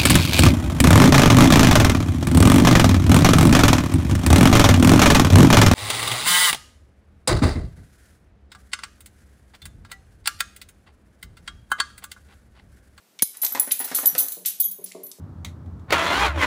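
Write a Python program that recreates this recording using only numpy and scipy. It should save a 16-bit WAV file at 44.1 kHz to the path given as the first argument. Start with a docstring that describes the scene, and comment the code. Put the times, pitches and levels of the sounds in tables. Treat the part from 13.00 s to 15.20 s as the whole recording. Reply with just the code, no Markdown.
"""A kitten with its head in a cardboard tissue box scuffles over tiles in a small hard room, over a quiet hush.
Claw ticks and a hard tap come first, then a tag clink over a short low thud.
Tag clinks go on in quick rattles (contact bursts driving metal modes) while the box scrapes and knocks
(slip noise through cardboard, panel and air modes), with more claw ticks and a tap between.
From the middle on, soft hollow bumps (blows on low modes) follow among the last clinks, claws and a tap."""
import sys
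import numpy as np
from scipy import signal
from scipy.fft import rfft, irfft, next_fast_len
from scipy.io import wavfile
from scipy.ndimage import uniform_filter1d, map_coordinates

SR = 44100
rng = np.random.default_rng(int(sys.argv[2]) if len(sys.argv) > 2 else 0)


def waveform_to_disk(signal):
    """Save audio, clipped to [-1, 1], as 16-bit WAV at the path in sys.argv[1]."""
    frames = np.transpose(np.atleast_2d(signal))
    scaled = np.clip(frames, -1, 1) * 32767
    samples = np.round(scaled).astype(np.int16)
    wavfile.write(sys.argv[1], SR, samples)


N = 97020
T = np.arange(SR // 2) / SR  # time axis of one event, s
CONTACTS_PER_S = 780  # tags and taps
MODE_RISE_S, WANDER_POINTS_PER_S = 0.00015, 360


def amp(db):
    """Decibels to gain."""
    return 10 ** (np.asarray(db) / 20)


def along(points, hz):
    """Interpolate (Hz, value) points on a log frequency axis."""
    point_hz, values = np.transpose(points)
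    return np.interp(np.log(hz + 1), np.log(point_hz + 1), values)


def strike_unit(x):
    """Scale so that the loudest 15 ms have rms 1."""
    power = uniform_filter1d(x * x, size=660, mode="constant")
    return x / np.sqrt(power.max() + 1e-20)


def colour(x, db_of_hz):
    """Causal minimum-phase filter with the given dB curve, by folding the cepstrum."""
    m = 2 * len(x)
    hz = np.fft.rfftfreq(m, 1 / SR) + 1
    cepstrum = irfft(np.log(amp(db_of_hz(hz)) + 1e-6))
    cepstrum[1:m // 2] *= 2
    cepstrum[m // 2 + 1:] = 0
    response = np.exp(rfft(cepstrum))
    return irfft(rfft(x, m) * response)[:len(x)]


def low_cut(x, hz, order):
    """Butterworth high-pass at hz."""
    return signal.sosfilt(signal.butter(order, hz, "high", fs=SR, output="sos"), x)


def contacts(swell_s, decay_s, per_s, grit):
    """Random tiny impacts over fine grit; they swell, then decay exponentially."""
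    swell_s, decay_s = swell_s + 1e-5, decay_s + 1e-4  # keeps both above zero
    rise = np.minimum(T / swell_s, 1) ** 2
    fall = np.exp(-np.maximum(T - swell_s, 0) / decay_s)
    hits = (rng.random(len(T)) < per_s / SR) * rng.standard_normal(len(T))
    hits[int(swell_s * SR) + 1] = 1.6  # one sure hit at the crest
    return rise * fall * (hits + grit * rng.standard_normal(len(T)))


def wander(hz, share):
    """A pitch drifting at random about hz; share is the relative deviation of the drift points."""
    points = rng.standard_normal(len(T) // 20)
    drift = map_coordinates(points, [T * WANDER_POINTS_PER_S], order=1)
    return hz * (1 + share * drift)


def ring(drive, hz, t60_s):
    """One resonant mode excited by the drive, at a fixed or moving pitch."""
    turn = np.exp(2j * np.pi * np.cumsum(np.broadcast_to(hz, T.shape)) / SR)
    poles = [amp(-60 / (t60_s * SR)), np.exp(-1 / (MODE_RISE_S * SR))]
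    envelope = signal.lfilter([1], np.poly(poles), drive * turn.conj())
    return strike_unit((turn * envelope).imag)


# Reverberation of the tiled room. Each row: frequency in Hz, t60 in s.
ROOM_DECAY = [(150, 0.34), (3000, 0.41), (8000, 0.47), (15000, 0.28)]


def add(track, start_s, x, wet_db):
    """Place a sound with its own room tail: noise decaying at a rate set by frequency."""
    hz, t, bins = signal.stft(rng.standard_normal(len(T)), SR, nperseg=256)
    decay = amp(-60 * t / along(ROOM_DECAY, hz)[:, None])
    tail = signal.istft(bins * decay, SR, nperseg=256)[1][:len(T)]
    tail *= 1 - np.exp(-T / 0.0011)  # soft onset
    tail /= np.linalg.norm(tail)
    heard = x + amp(wet_db) * signal.fftconvolve(x, tail)[:len(T)]
    part = track[int(start_s * SR):][:len(T)]
    part += heard[:len(part)]


# Spectrum of the hush. Each row: frequency in Hz, level in dB.
HUSH_SPECTRUM = [(40, -31), (170, -2), (500, -3), (1200, -9.5), (15000, -15)]
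HUSH_RMS_DB = -61.5


def room_tone():
    """The quiet steady hush of the house: stationary filtered noise."""
    hush = colour(rng.standard_normal(N), lambda f: along(HUSH_SPECTRUM, f))
    return amp(HUSH_RMS_DB) * hush / hush.std()


CLAW_WET_DB = -5.5  # claws and taps
# Hard taps. Each row: start in seconds, mode in Hz, level in dB.
HARD_TAPS = [(.1945, 2230, -44), (1.0857, 6020, -33.5), (1.916, 2200, -50.5)]


def taps():
    """A few quick contacts wake a single short ring."""
    out = np.zeros(N)
    for start_s, hz, db in HARD_TAPS:
        drive = contacts(0, 0.004, CONTACTS_PER_S, grit=0)
        tap = ring(drive, wander(hz, 0.019), t60_s=0.043)
        add(out, start_s, amp(db) * tap, CLAW_WET_DB)
    return out


CLAW_HALF_WIDTH_OCT = 0.69  # to -3 dB
# Claw ticks and scratches. Each row: start in seconds, decay in s, level in dB, band centre in Hz.
CLAW_TICKS = [(0.1892, 0.0013, -43, 4700), (0.1939, 0.0015, -42.5, 3560), (0.463, 0.0055, -31.5, 5660),
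              (0.709, 0.01, -31.5, 3280), (1.15, 0.0009, -38, 7240), (1.449, 0.041, -38, 3650),
              (1.859, 0.043, -45.5, 5960), (1.919, 0.0013, -46, 4400), (2.1143, 0.0033, -41.5, 6460)]


def claws():
    """Dry claw contacts on the tiles: band-limited impact noise."""
    out = np.zeros(N)
    for start_s, decay_s, db, centre_hz in CLAW_TICKS:
        def band_db(f):
            return -10 * np.log10(1 + (np.log2(f / centre_hz) / CLAW_HALF_WIDTH_OCT) ** 4)
        tick = colour(contacts(0.0016, decay_s, 700, grit=0.28), band_db)
        add(out, start_s, amp(db) * strike_unit(tick), CLAW_WET_DB)
    return out


THUD_S, THUD_HZ, THUD_HALF_WIDTH_S = 0.227, 220, 0.0022  # half width to 1/e
PUSH_DB, KNOCK_DB, KNOCK_HZ = -22.5, -36.02, 2570  # levels before the low cut; knock is -6 dB at KNOCK_HZ
THUD_LOW_CUT_HZ = 131


def thud():
    """A short low push under the first clink, with a dry cardboard knock and no ring."""
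    t = np.arange(N) / SR - THUD_S
    shape = np.exp(-(t / THUD_HALF_WIDTH_S) ** 2)
    push = shape * np.cos(2 * np.pi * THUD_HZ * t)
    knock = colour(shape * rng.standard_normal(N), lambda f: -20 * np.log10(1 + (f / KNOCK_HZ) ** 2))
    both = amp(PUSH_DB) * push + amp(KNOCK_DB) * strike_unit(knock)
    return low_cut(both, THUD_LOW_CUT_HZ, order=3)


BUMP_WET_DB, BUMP_TOP_HZ, BUMP_LOW_CUT_HZ = -1, 1070, 159
HOLLOW_FLEX = 0.046  # relative pitch drift
# Soft bumps. Each row: start in seconds, level in dB before the band cuts, brightness in dB per octave.
SOFT_BUMPS = [(1.364, -46, 3.5), (1.66, -59, -13), (1.781, -46.5, 1.5), (1.944, -38, 7.5), (2.035, -54, 13),
              (2.179, -41.5, -13.5)]
# Hollow modes. Each row: frequency in Hz, level in dB before brightness, t60 in s.
HOLLOW_MODES = [(187.3, 3.5, 0.63), (275, -5.5, 0.54), (382, 2, 0.28), (443, 9, 0.072), (586, 2, 0.1),
                (642, -7.5, 0.12), (948, -9, 0.036)]


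def bumps():
    """Soft blows wake only low hollow modes."""
    out = np.zeros(N)
    for start_s, db, tilt in SOFT_BUMPS:
        drive = contacts(0.00583, 0.012, 400, grit=0.044)
        body = np.zeros(len(T))
        for hz, mode_db, t60_s in HOLLOW_MODES:
            level = amp(mode_db + tilt * np.log2(hz / 400))
            body += level * ring(drive, wander(hz, HOLLOW_FLEX), t60_s)
        add(out, start_s, amp(db) * strike_unit(body), BUMP_WET_DB)
    soft = colour(out, lambda f: -10 * np.log10(1 + (f / BUMP_TOP_HZ) ** 10))
    return low_cut(soft, BUMP_LOW_CUT_HZ, order=7)


SLIPS_PER_S, BOX_WET_DB, BOX_LOW_CUT_HZ = 300, -4, 170
PANEL_T60_S, PANEL_FLEX, PANEL_DB = 0.0079, 0.13, -5.5  # flex: relative pitch drift; dB re the rasp
CAVITY_HZ, CAVITY_T60_S, CAVITY_DB = 299, 0.069, -10  # the air in the box
# Box scrapes and knocks. Each row: start in seconds, swell in s, decay in s, level in dB before the
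# low cut, brightness in dB per octave, panel mode in Hz.
BOX_SCRAPES = [(0.324, 0.023, 0.043, -50, 7, 950), (0.424, 0.011, 0.018, -37, 3.5, 850),
               (.509, 0.013, 0.015, -47, -1.5, 1400), (0.547, 0.003, 0.019, -28, 1.5, 970),
               (0.666, 0.0095, 0.023, -39.5, 0, 650), (0.794, 0.0091, 0.035, -35, 2, 950),
               (0.867, 0.011, 0.22, -40, 7, 1430), (.911, 0.0039, 0.011, -33.5, 0, 820),
               (0.984, 0.00409, 0.0036, -33.5, 1, 1470), (1.021, 0.013, 0.019, -36, 0, 850),
               (1.116, 0.012, 0.02, -45, -17, 297), (1.1507, 0.0011, 0.013, -31.5, 2, 750),
               (1.195, 0.0094, 0.051, -45, -2, 1150)]
# Cardboard rasp spectrum. Each row: frequency in Hz, level in dB.
RASP_SPECTRUM = [(40, -8), (200, -11), (300, 0.5), (800, -3), (1700, -2), (3000, -11.5), (15000, -21.5)]


def box():
    """The cardboard sticks and slips on the tiles, shaking its panels and the air inside."""
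    out = np.zeros(N)
    for start_s, swell_s, decay_s, db, tilt, panel_hz in BOX_SCRAPES:
        drive = contacts(swell_s, decay_s, SLIPS_PER_S, grit=0.13)
        rasp = strike_unit(colour(drive, lambda f: along(RASP_SPECTRUM, f)))
        panel = amp(PANEL_DB) * ring(drive, wander(panel_hz, PANEL_FLEX), PANEL_T60_S)
        cavity = amp(CAVITY_DB) * ring(drive, CAVITY_HZ, CAVITY_T60_S)
        scrape = colour(rasp + panel + cavity, lambda f: tilt * np.log2(np.clip(f, 200, 4000) / panel_hz))
        add(out, start_s, amp(db) * strike_unit(scrape), BOX_WET_DB)
    return low_cut(out, BOX_LOW_CUT_HZ, order=3)


TAG_WET_DB, TAG_LOW_CUT_HZ = -5.5, 3450
LOW_TAG_S = 1.604
# Lower tag partials. Each row: frequency in Hz, level in dB before the tag low cut, t60 in s.
LOW_TAG_MODES = [(3295, -44.5, 0.14), (3720, -46.5, 0.076), (6040, -45.5, 0.13), (6590, -39.5, .1)]


def add_low_tag(track):
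    """The lower tag partials ring out once."""
    drive = contacts(0.031, 0.014, CONTACTS_PER_S, grit=0.063)
    tone = sum(amp(db) * ring(drive, hz, t60_s) for hz, db, t60_s in LOW_TAG_MODES)
    add(track, LOW_TAG_S, tone, TAG_WET_DB)


TOUCH_T60_S, TOUCH_DETUNE = 0.043, 0.0075  # a jostled tag is damped and wanders off pitch
FREE_DB, FREE_DETUNE = -3.5, 0.00083  # free ring re the touching ring, before the row's tail dB; pitch scatter
# Tag clinks. Each row: start in seconds, swell in s, rattle decay in s, tail in dB (offsets free ring and
# room), clatter in dB, then the first, second, third and fourth high partial in dB.
TAG_CLINKS = [(0.2217, 0.00072, 0.0038, -9.5, -15.5, -16, -25, -16, -27),
              (0.368, .002, 0.0045, -0.5, -47, -41, -47, -50, -47),
              (0.4165, 0.00037, 0.036, -4.5, -32.5, -27.5, -21.5, -23, -34),
              (0.44, 0.0088, 0.0051, -4, -22, -45, -29, -19, -31),
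              (0.519, 0.004, 0.0053, -1.5, -41, -50, -25, -45, -36),
              (0.5961, .001, 0.0032, -1.5, -29.5, -14.5, -21.5, -22, -20.5),
              (.711, 0.0097, 0.0012, -2, -23, -20, -22, -22, -22),
              (0.7909, .002, 0.0044, 3, -48, -26.5, -31.5, -37, -29),
              (0.836, 0.0097, 0.01, 1.5, -33, -34.5, -35, -33, -30.5),
              (0.944, 0.004, 0.031, 1, -25, -23, -21.5, -26.5, -30),
              (1.055, 0.0035, 0.0035, -3, -24.5, -21.5, -16.5, -23, -21.5),
              (1.067, 0.0018, 0.011, -9, -35, -27, -11.5, -19, -22),
              (1.178, 0.0031, 0.027, -2.5, -23, -22.5, -16, -23.5, -25.5),
              (1.281, 0.0037, 0.0018, 2, -33.5, -35, -37.5, -33, -40),
              (1.317, 0.0036, 0.0042, 3.5, -36, -35.5, -41, -41, -33.5),
              (1.455, 0.0047, 0.022, -4.5, -23, -29.5, -23.5, -25.5, -29.5),
              (1.596, 0.0061, 0.011, -1.5, -30.5, -25, -21.5, -18.5, -17),
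              (1.6401, .001, 0.018, -2.5, -71, -29, -20, -54, -67),
              (1.712, 0.0013, 0.0091, -2, -44, -38, -43, -66, -32),
              (1.836, 0.0085, 0.00084, -4, -47, -32.5, -40, -37, -37.5),
              (2.029, 0.006, 0.0044, 5, -52.5, -44.5, -40.5, -39, -47),
              (2.066, 0.0012, 0.0024, -5, -49, -44.5, -42, -47, -56)]
# Tag modes in five groups: with the clatter, then one per high partial.
# Each row of a group: frequency in Hz, level in dB within the group, free t60 in s.
TAG_MODE_GROUPS = [
    [(4274, -24, 0.18), (6097, -14.5, 0.096), (6645, -18, 0.17), (8590, -20.5, 0.19)],
    [(10287, -1, 0.027)],
    [(11777, -1.5, 0.079)],
    [(13100, -3.5, 0.25)],
    [(14150, -7.5, 0.068), (15170, 0, 0.14)],
]
# Clatter spectrum. Each row: frequency in Hz, level in dB.
CLATTER_SPECTRUM = [(300, -64), (1500, -3.5), (2500, -7), (4000, -1.5), (5300, -9), (7500, 0), (9800, -4),
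                    (15000, 0.5)]


def tags():
    """Tags rattle together; each clink favours other partials, damped at first, then ringing free."""
    out = np.zeros(N)
    for start_s, swell_s, rattle_s, tail_db, *levels_db in TAG_CLINKS:
        drive = contacts(swell_s, rattle_s, CONTACTS_PER_S, grit=0.41)
        clatter = colour(drive, lambda f: along(CLATTER_SPECTRUM, f))
        clink = amp(levels_db[0]) * strike_unit(clatter)
        for group_db, modes in zip(levels_db, TAG_MODE_GROUPS):
            for hz, mode_db, t60_s in modes:
                touching = ring(drive, wander(hz, TOUCH_DETUNE), TOUCH_T60_S)
                free = ring(drive, hz * (1 + FREE_DETUNE * rng.normal()), t60_s)
                partial = strike_unit(touching + amp(FREE_DB + tail_db) * free)
                clink += amp(group_db + mode_db) * partial
        add(out, start_s, clink, TAG_WET_DB + tail_db)
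    add_low_tag(out)
    return colour(out, lambda f: -10 * np.log10(1 + (TAG_LOW_CUT_HZ / f) ** 6))


def scene():
    """Everything reaches one microphone; the light box and the bumps carry little bass."""
    background = room_tone() + taps() + claws()
    body = thud() + bumps() + box()
    return (background + body + tags())[None]


CEILING, TOP_HZ = 0.75, 15350  # full-scale fraction; band limit


def record(dry):
    """The recorder rounds off the highest peaks and cuts steeply above its band limit."""
    m = next_fast_len(N + SR // 2)
    hz = np.fft.rfftfreq(m, 1 / SR)
    rounded = dry / (1 + np.abs(dry / CEILING) ** 10) ** (1 / 10)
    band_gain = 1 / np.sqrt(1 + (hz / TOP_HZ) ** 200)
    return irfft(rfft(rounded, m) * band_gain, m)[:, :N]


dry = scene()
out = record(dry)
waveform_to_disk(out)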